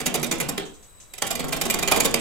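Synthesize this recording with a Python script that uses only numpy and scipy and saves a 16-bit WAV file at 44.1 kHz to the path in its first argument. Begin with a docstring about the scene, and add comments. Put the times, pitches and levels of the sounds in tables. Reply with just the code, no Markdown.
"""A roughing gouge bites into an out-of-round log on a lathe, first once a turn, then twice a turn.
Each bite is a brief noisy force: fibres tear and rasp, the steel gouge rings in its natural modes,
the log knocks and the lathe bed thumps; thrown chips flick against the tool rest.
Between the two passes the free log swishes round. Beneath it all the lathe rushes and rumbles and
its motor drive whines. A small workshop adds reverberation to the cutting."""
import sys
import numpy as np
from scipy import signal
from scipy.fft import rfft, irfft, next_fast_len
from scipy.io import wavfile
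from scipy.ndimage import uniform_filter1d, map_coordinates

SR = 44100
rng = np.random.default_rng(int(sys.argv[2]) if len(sys.argv) > 2 else 0)


def generate_wav(signal):
    """Clip the signal to [-1, 1] and save it as 16-bit WAV at the path in sys.argv[1]."""
    frames = np.transpose(np.atleast_2d(signal))
    scaled = np.clip(frames, -1, 1) * 32767
    pcm = np.round(scaled).astype(np.int16)
    wavfile.write(sys.argv[1], SR, pcm)


N = 97372

# Bites of the gouge. Each row: start, rise time and time to release in seconds, then the relative
# levels of tearing, scraping, knocking and thumping in dB.
BITES = [(0, 0.004, 0.019, -30, -31.5, -37.5, -30.5), (0.055, 0.011, 0.016, -17.5, -23.5, -30.5, -23.5),
         (0.141, .001, 0.02, -19.5, -25, -27.5, -23.5), (0.228, 0.00074, .019, -20.5, -27.5, -30, -27),
         (0.311, 0.0029, 0.017, -20, -24.5, -30, -24), (.399, .003, 0.017, -24, -25.5, -30.5, -26.5),
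         (0.484, 0.0065, 0.016, -21, -30, -30.5, -24), (.576, 0.0023, 0.0062, -30, -25, -28.5, -25),
         (1.135, 0.0025, 0.006, -34, -38, -42.5, -47), (1.179, .002, 0.0091, -32.5, -41.5, -40, -50),
         (1.218, 0.0045, 0.0088, -21, -22, -20.5, -29), (1.265, 0.0036, 0.013, -27, -30.5, -34.5, -36.5),
         (1.304, 0.0022, 0.015, -24, -28, -29, -31), (1.352, 0.0014, 0.0086, -23.5, -30.5, -37, -32),
         (1.390, 0.0054, 0.017, -32.5, -28.5, -29.5, -29.5),
         (1.440, 0.0026, .010, -32.5, -38, -28.5, -28.5),
         (1.481, 0.0032, 0.013, -28.5, -39.5, -32.5, -30.5),
         (1.523, 0.0039, 0.012, -24.5, -22.5, -23.5, -30.5), (1.563, 0.0013, 0.013, -27, -35.5, -32, -32.5),
         (1.611, 0.0027, .013, -21.5, -23.5, -29, -27.5), (1.652, .003, 0.015, -26, -30.5, -30, -27.5),
         (1.698, 0.0027, .014, -19, -22, -31.5, -30.5), (1.738, .003, 0.0086, -21, -26, -24.5, -25),
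         (1.786, 0.0049, 0.012, -25.5, -27.5, -28, -31.5), (1.824, 0.0042, 0.01, -21, -23.5, -24.5, -27.5),
         (1.873, .004, 0.015, -23, -23, -28, -33.5), (1.91, 0.0096, 0.013, -12.5, -17.5, -14, -21.5),
         (1.958, 0.0048, 0.021, -22.5, -26, -21, -24), (1.998, 0.0076, 0.011, -13, -20, -36, -29.5),
         (2.044, 0.01, .019, -16.5, -20.5, -32, -22), (2.140, 0.00067, 0.0066, -16.5, -21, -31.5, -22.5)]
# Natural modes and resonances. Each row: frequency in Hz, bandwidth in Hz, relative level in dB.
GOUGE_MODES = [(2014, 49, 3), (2405, 40, 4), (3734, 70, 1), (4753, 220, -3), (6110, 186, -7),
               (7063, 118, 1), (7180, 130, -5.5), (7660, 87, -7), (9570, 150, -7)]
LOG_MODES = [(664, 38, 2), (744, 46, 3.5), (875, 53, -7), (1068, 58, -2), (1271, 27, -2.5)]
LOW_RESONANCES = [(144.5, 11.5, -4), (180.6, 15.8, -2), (240, 8.3, 2.5), (279.8, 7.5, -2), (323.5, 10.4, -0.5),
                  (388.7, 18.7, -1), (461, 17.7, -1.5), (560.2, 22.6, -6)]
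# Broadband spectra. Each row: frequency in Hz, relative spectral density in dB.
TEAR_SPECTRUM = [(1500, -26.5), (3500, -17.5), (5000, -1.5), (7500, 4.5), (10000, -0.5), (12500, 2),
                 (14500, -11), (16000, -12.5)]
SCRAPE_SPECTRUM = [(300, -10.5), (700, -7), (1100, -2.5), (1600, -3), (2400, 2), (3600, 1.5), (4200, -7),
                   (9000, -12)]
KNOCK_SPECTRUM = [(200, -21), (450, -5.5), (700, 3.5), (1100, -4), (1400, -2), (2000, -18.5), (5000, -48.5)]
THUMP_SPECTRUM = [(60, -19), (115, -30), (150, -2), (200, -1.5), (260, -1), (450, -1), (700, -3),
                  (1100, -13), (2000, -14.5), (5000, -35)]
CHIP_SPECTRUM = [(2000, -21), (5500, -11), (8000, -2), (9500, -12), (12000, -12), (16000, -22)]
SWISH_SPECTRUM = [(1000, -14), (3000, -5.5), (5000, -6), (6500, 5.5), (9000, -2.5), (15000, -27)]
RUSH_SPECTRUM = [(15, -5), (25, -6.5), (416, -21.5), (503, -17.5), (911, -27.5), (988, -20), (1290, -25),
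                 (3620, -30.5), (3920, -35), (5880, -33), (7920, -27), (8590, -35), (16000, -40)]
RUMBLE_SPECTRUM = [(20, 3), (30, -0.5), (48, -4), (70, -4.5), (110, -6.5), (250, -44.5)]
# Swishes of the free log. Each entry: relative level in dB on one successive turn.
SWISH_LEVELS = [-44, -51.5, -50.5, -82, -44]
# Tones of the motor drive. Each row: frequency in Hz, width in Hz, relative level in dB.
DRIVE_TONES = [(3916, 53, -67.5), (7752, 60, -70), (7946, 10, -61.5), (8000, 9.6, -65), (8100, 14, -62),
               (12000, 160, -69)]
# Rumble as the load varies. Each row: time in seconds, relative level in dB.
RUMBLE_LEVELS = [(0.0, -53), (0.31, -49.5), (1.05, -67), (1.45, -43), (1.46, -47), (2.11, -43.5),
                 (2.2, -52)]
# Level difference between the ears. Each row: frequency in Hz, left minus right in dB.
EAR_LEVEL_DIFFERENCE = [(60, 7), (180, 1), (350, -1.5), (700, -2), (1300, -3), (2400, -6), (4400, -4.5),
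                        (8000, -4), (15000, -5.5)]
# Phase difference between the ears. Each row: frequency in Hz, lead of the left ear in radians.
EAR_PHASE_LEAD = [(100, 0), (600, 0.43), (1300, 0.64), (2400, 1.0), (3700, .9), (4500, 1), (8000, 0),
                  (15000, 0.043)]
# Reverberation of the workshop. Each row: frequency in Hz, time to decay by 60 dB in seconds.
ROOM_T60 = [(100, 0.75), (260, 0.37), (700, 0.47), (1840, 0.37), (5000, 0.37), (9000, 0.23), (15000, 0.12)]
# Likeness of the reverberation at the two ears. Each row: frequency in Hz, correlation.
ROOM_CORRELATION = [(100, 0.57), (400, 0.48), (1000, 0.98), (3000, 0.6), (10000, 0.15)]

SAG_DB_PER_S, RELEASE_S = 208, 0.0026  # the cut weakens as it runs; the gouge leaves the wood
FIBRE_HZ, FIBRE_DB = 1195, 2.5  # rate and depth of the fibres' snapping
CHIP_DB, CHIP_MAX_FLIGHT_S, CHIP_FADE_S = -12, 0.0586, 0.0029
TURN_S = 0.087
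SWISH_START_S, SWISH_RISE_S, SWISH_FADE_S = 0.652, 0.0024, 0.039
BAND_LIMIT_HZ = 15850


def cutting():
    """Source and filter: each bite drives broad spectra, natural modes of wood and steel, and low resonances."""
    tear, scrape, knock, thump = bite_envelopes()
    fibres = filtered(tear * grain(correlation=0.31, patchy_db=4), amp(-3.5) * colour(TEAR_SPECTRUM))
    edge_force = np.sqrt(tear * scrape) * grain(correlation=0.24, patchy_db=3)
    steel = filtered(edge_force, amp(-3) * resonances(GOUGE_MODES))
    rasp = filtered(scrape * grain(correlation=0.34, patchy_db=2), amp(-3) * colour(SCRAPE_SPECTRUM))
    log = filtered(knock * noise(correlation=0.42), amp(-7.5) * colour(KNOCK_SPECTRUM))
    log += filtered(knock * noise(correlation=0.46), amp(-7) * resonances(LOG_MODES))
    bed = filtered(thump * noise(correlation=0.49), amp(-3) * colour(THUMP_SPECTRUM))
    bed += filtered(thump * noise(correlation=0.4), amp(-2.5) * resonances(LOW_RESONANCES))
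    treble = workshop(fibres + steel + chips(), wet_db=-12, build_s=0.0027)
    middle = workshop(rasp + log, wet_db=-2, build_s=0.003)
    bass = workshop(bed, wet_db=-3, build_s=0.01)
    return at_ears(treble + middle + bass)


def bite_envelopes():
    """Intermittent contact: each bite's force rises, sags and lets go, roughened by snapping fibres."""
    t, force = np.arange(N) / SR, np.zeros((4, N))
    for start, rise, length, *levels in BITES:
        age = np.maximum(t - start, 0)
        attack = np.minimum(age / rise, 1)
        sag = amp(-SAG_DB_PER_S * np.maximum(age - rise, 0))
        release = np.exp(-np.maximum(age - length, 0) / RELEASE_S)
        force += amp(levels)[:, None] * (attack * sag * release)
    snapping = unit(amp(FIBRE_DB * wobble(FIBRE_HZ)))
    return force * snapping


def grain(correlation, patchy_db):
    """Spectral modulation: the grain of the wood changes the noise's colour from bite to bite."""
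    spectra = signal.stft(noise(correlation), nperseg=512)[2]
    patches = rng.standard_normal(spectra.shape[1:])
    patches = uniform_filter1d(patches, size=5, axis=0)  # across frequency
    patches = uniform_filter1d(patches, size=7, axis=1)  # across time
    patchy = signal.istft(spectra * amp(patchy_db * unit(patches)), nperseg=512)[1]
    return unit(patchy[:, :N])


def chips(per_bite=3):
    """Light impacts: chips flick against the tool rest after a random time of flight."""
    t, flicks = np.arange(N) / SR, np.zeros(N)
    for start, _, length, tear_db, *_ in BITES:
        for flight, size in rng.random((per_bite, 2)):
            age = np.maximum(t - start - length - flight * CHIP_MAX_FLIGHT_S, 0)
            pulse = age / CHIP_FADE_S * np.exp(-age / CHIP_FADE_S)
            flicks += amp(tear_db + CHIP_DB) * 2 * size * pulse
    return filtered(flicks * grain(correlation=0.4, patchy_db=4), colour(CHIP_SPECTRUM))


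def swish():
    """Amplitude modulation by rotation: the free-running log brushes past once a turn."""
    t, envelope = np.arange(N) / SR, np.zeros(N)
    for turn, db in enumerate(SWISH_LEVELS):
        age = np.maximum(t - SWISH_START_S - turn * TURN_S, 0)
        envelope += amp(db) * (1 - np.exp(-age / SWISH_RISE_S)) * np.exp(-age / SWISH_FADE_S)
    return envelope * filtered(noise(correlation=0.27), amp(-0.5) * colour(SWISH_SPECTRUM))


def running_lathe():
    """Machine noise: a broadband rush, a narrowband drive whine and a rumble that grows under load."""
    rush = amp(-54) * filtered(noise(correlation=0.3), colour(RUSH_SPECTRUM))
    whine = np.zeros((2, N))
    for hz, width, db in DRIVE_TONES:
        band = 1 / (1 + (2 * (frequencies() - hz) / width) ** 2)
        whine += amp(db + 1.5) * unit(filtered(noise(correlation=0.25), band))
    whine *= amp([[2], [-2]])  # left of centre
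    load = amp(np.interp(np.arange(N) / SR, *np.transpose(RUMBLE_LEVELS)) + 8)
    low_band = colour(RUMBLE_SPECTRUM) * (frequencies() < 300)
    rumble = load * unit(filtered(noise(correlation=-0.6), low_band))
    return rush + whine + rumble


def workshop(x, wet_db, build_s):
    """Diffuse reverberation: each stretch of sound is convolved with its own decaying noise tail."""
    wet = np.zeros((2, N + SR))
    for part in np.array_split(np.arange(N), 16):
        hz, t, spectra = signal.stft(rng.standard_normal((2, SR // 2)), SR, nperseg=256)
        spectra = correlated(spectra, along(ROOM_CORRELATION, hz)[:, None])
        decay = amp(-60 * t / along(ROOM_T60, hz)[:, None])
        tail = signal.istft(spectra * decay, SR, nperseg=256)[1]
        tail *= 1 - np.exp(-np.arange(tail.shape[1]) / SR / build_s)
        reverb = signal.fftconvolve(x[:, part], tail / np.linalg.norm(tail[0]), axes=1)
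        wet[:, part[0]:part[0] + reverb.shape[1]] += reverb
    return x + amp(wet_db) * wet[:, :N]


def at_ears(x):
    """Interaural differences: all but the bass is louder on the right; the left leads in phase."""
    side = np.array([[0.5], [-0.5]])
    gain = amp(side * along(EAR_LEVEL_DIFFERENCE, frequencies()))
    phase = side * along(EAR_PHASE_LEAD, frequencies())
    return filtered(x, gain * np.exp(1j * phase))


def resonances(modes):
    """Modal superposition: damped resonators of alternating sign, scaled to unit power."""
    f = frequencies()
    response = sum((-1) ** k * amp(db) * 1j * f * width / (hz * hz - f * f + 1j * f * width)
                   for k, (hz, width, db) in enumerate(modes))
    return response / np.sqrt(np.mean(abs(response) ** 2))


def colour(spectrum):
    """Minimum phase: folding the cepstrum gives a causal, unit-power response with this spectrum."""
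    cepstrum = irfft(np.log(amp(along(spectrum, frequencies()))))
    half = len(cepstrum) // 2
    cepstrum[1:half] *= 2
    cepstrum[half + 1:] = 0
    response = np.exp(rfft(cepstrum))
    return response / np.sqrt(np.mean(abs(response) ** 2 * (frequencies() < BAND_LIMIT_HZ)))


def noise(correlation):
    """Partial coherence: two channels of white noise, partly the same."""
    return correlated(rng.standard_normal((2, N)), correlation)


def correlated(pair, correlation):
    """Sum and difference mixing gives two independent noises the stated correlation."""
    angle = np.arccos(np.clip(correlation, -1, 1)) / 2
    mid, side = np.cos(angle) * pair[0], np.sin(angle) * pair[1]
    return np.array([mid + side, mid - side])


def wobble(hz):
    """Spline interpolation: a smooth curve through hz random values a second."""
    return map_coordinates(rng.standard_normal(N), [np.arange(N) * hz / SR], mode="wrap")


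def filtered(x, response):
    """Linear filtering: the spectrum of x is multiplied by a frequency response."""
    size = 2 * next_fast_len(N)
    return irfft(rfft(x, size) * response, size)[..., :N]


def frequencies():
    """The Fourier frequencies in Hz on which responses are given."""
    return np.fft.rfftfreq(2 * next_fast_len(N), 1 / SR)


def along(points, hz):
    """Interpolation of (Hz, value) points on a logarithmic frequency axis."""
    point_hz, values = np.transpose(points)
    return np.interp(np.log(hz + 1), np.log(point_hz + 1), values)


def amp(db):
    """Decibels to amplitude ratio."""
    return 10 ** (np.asarray(db) / 20)


def unit(x):
    """Normalisation to an rms of 1."""
    return x / np.sqrt(np.mean(x ** 2) + 1e-20)


def scene():
    """Superposition: the cuts and the swishing log add to the running lathe."""
    return cutting() + swish() + running_lathe()


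def record(dry):
    """Soft saturation rounds off the highest peaks; a steep low-pass limits the band."""
    rounded = dry / (1 + abs(dry / 0.92) ** 6) ** (1 / 6)
    return filtered(rounded, 1 / np.sqrt(1 + (frequencies() / BAND_LIMIT_HZ) ** 200))


dry = scene()
out = record(dry)
generate_wav(out)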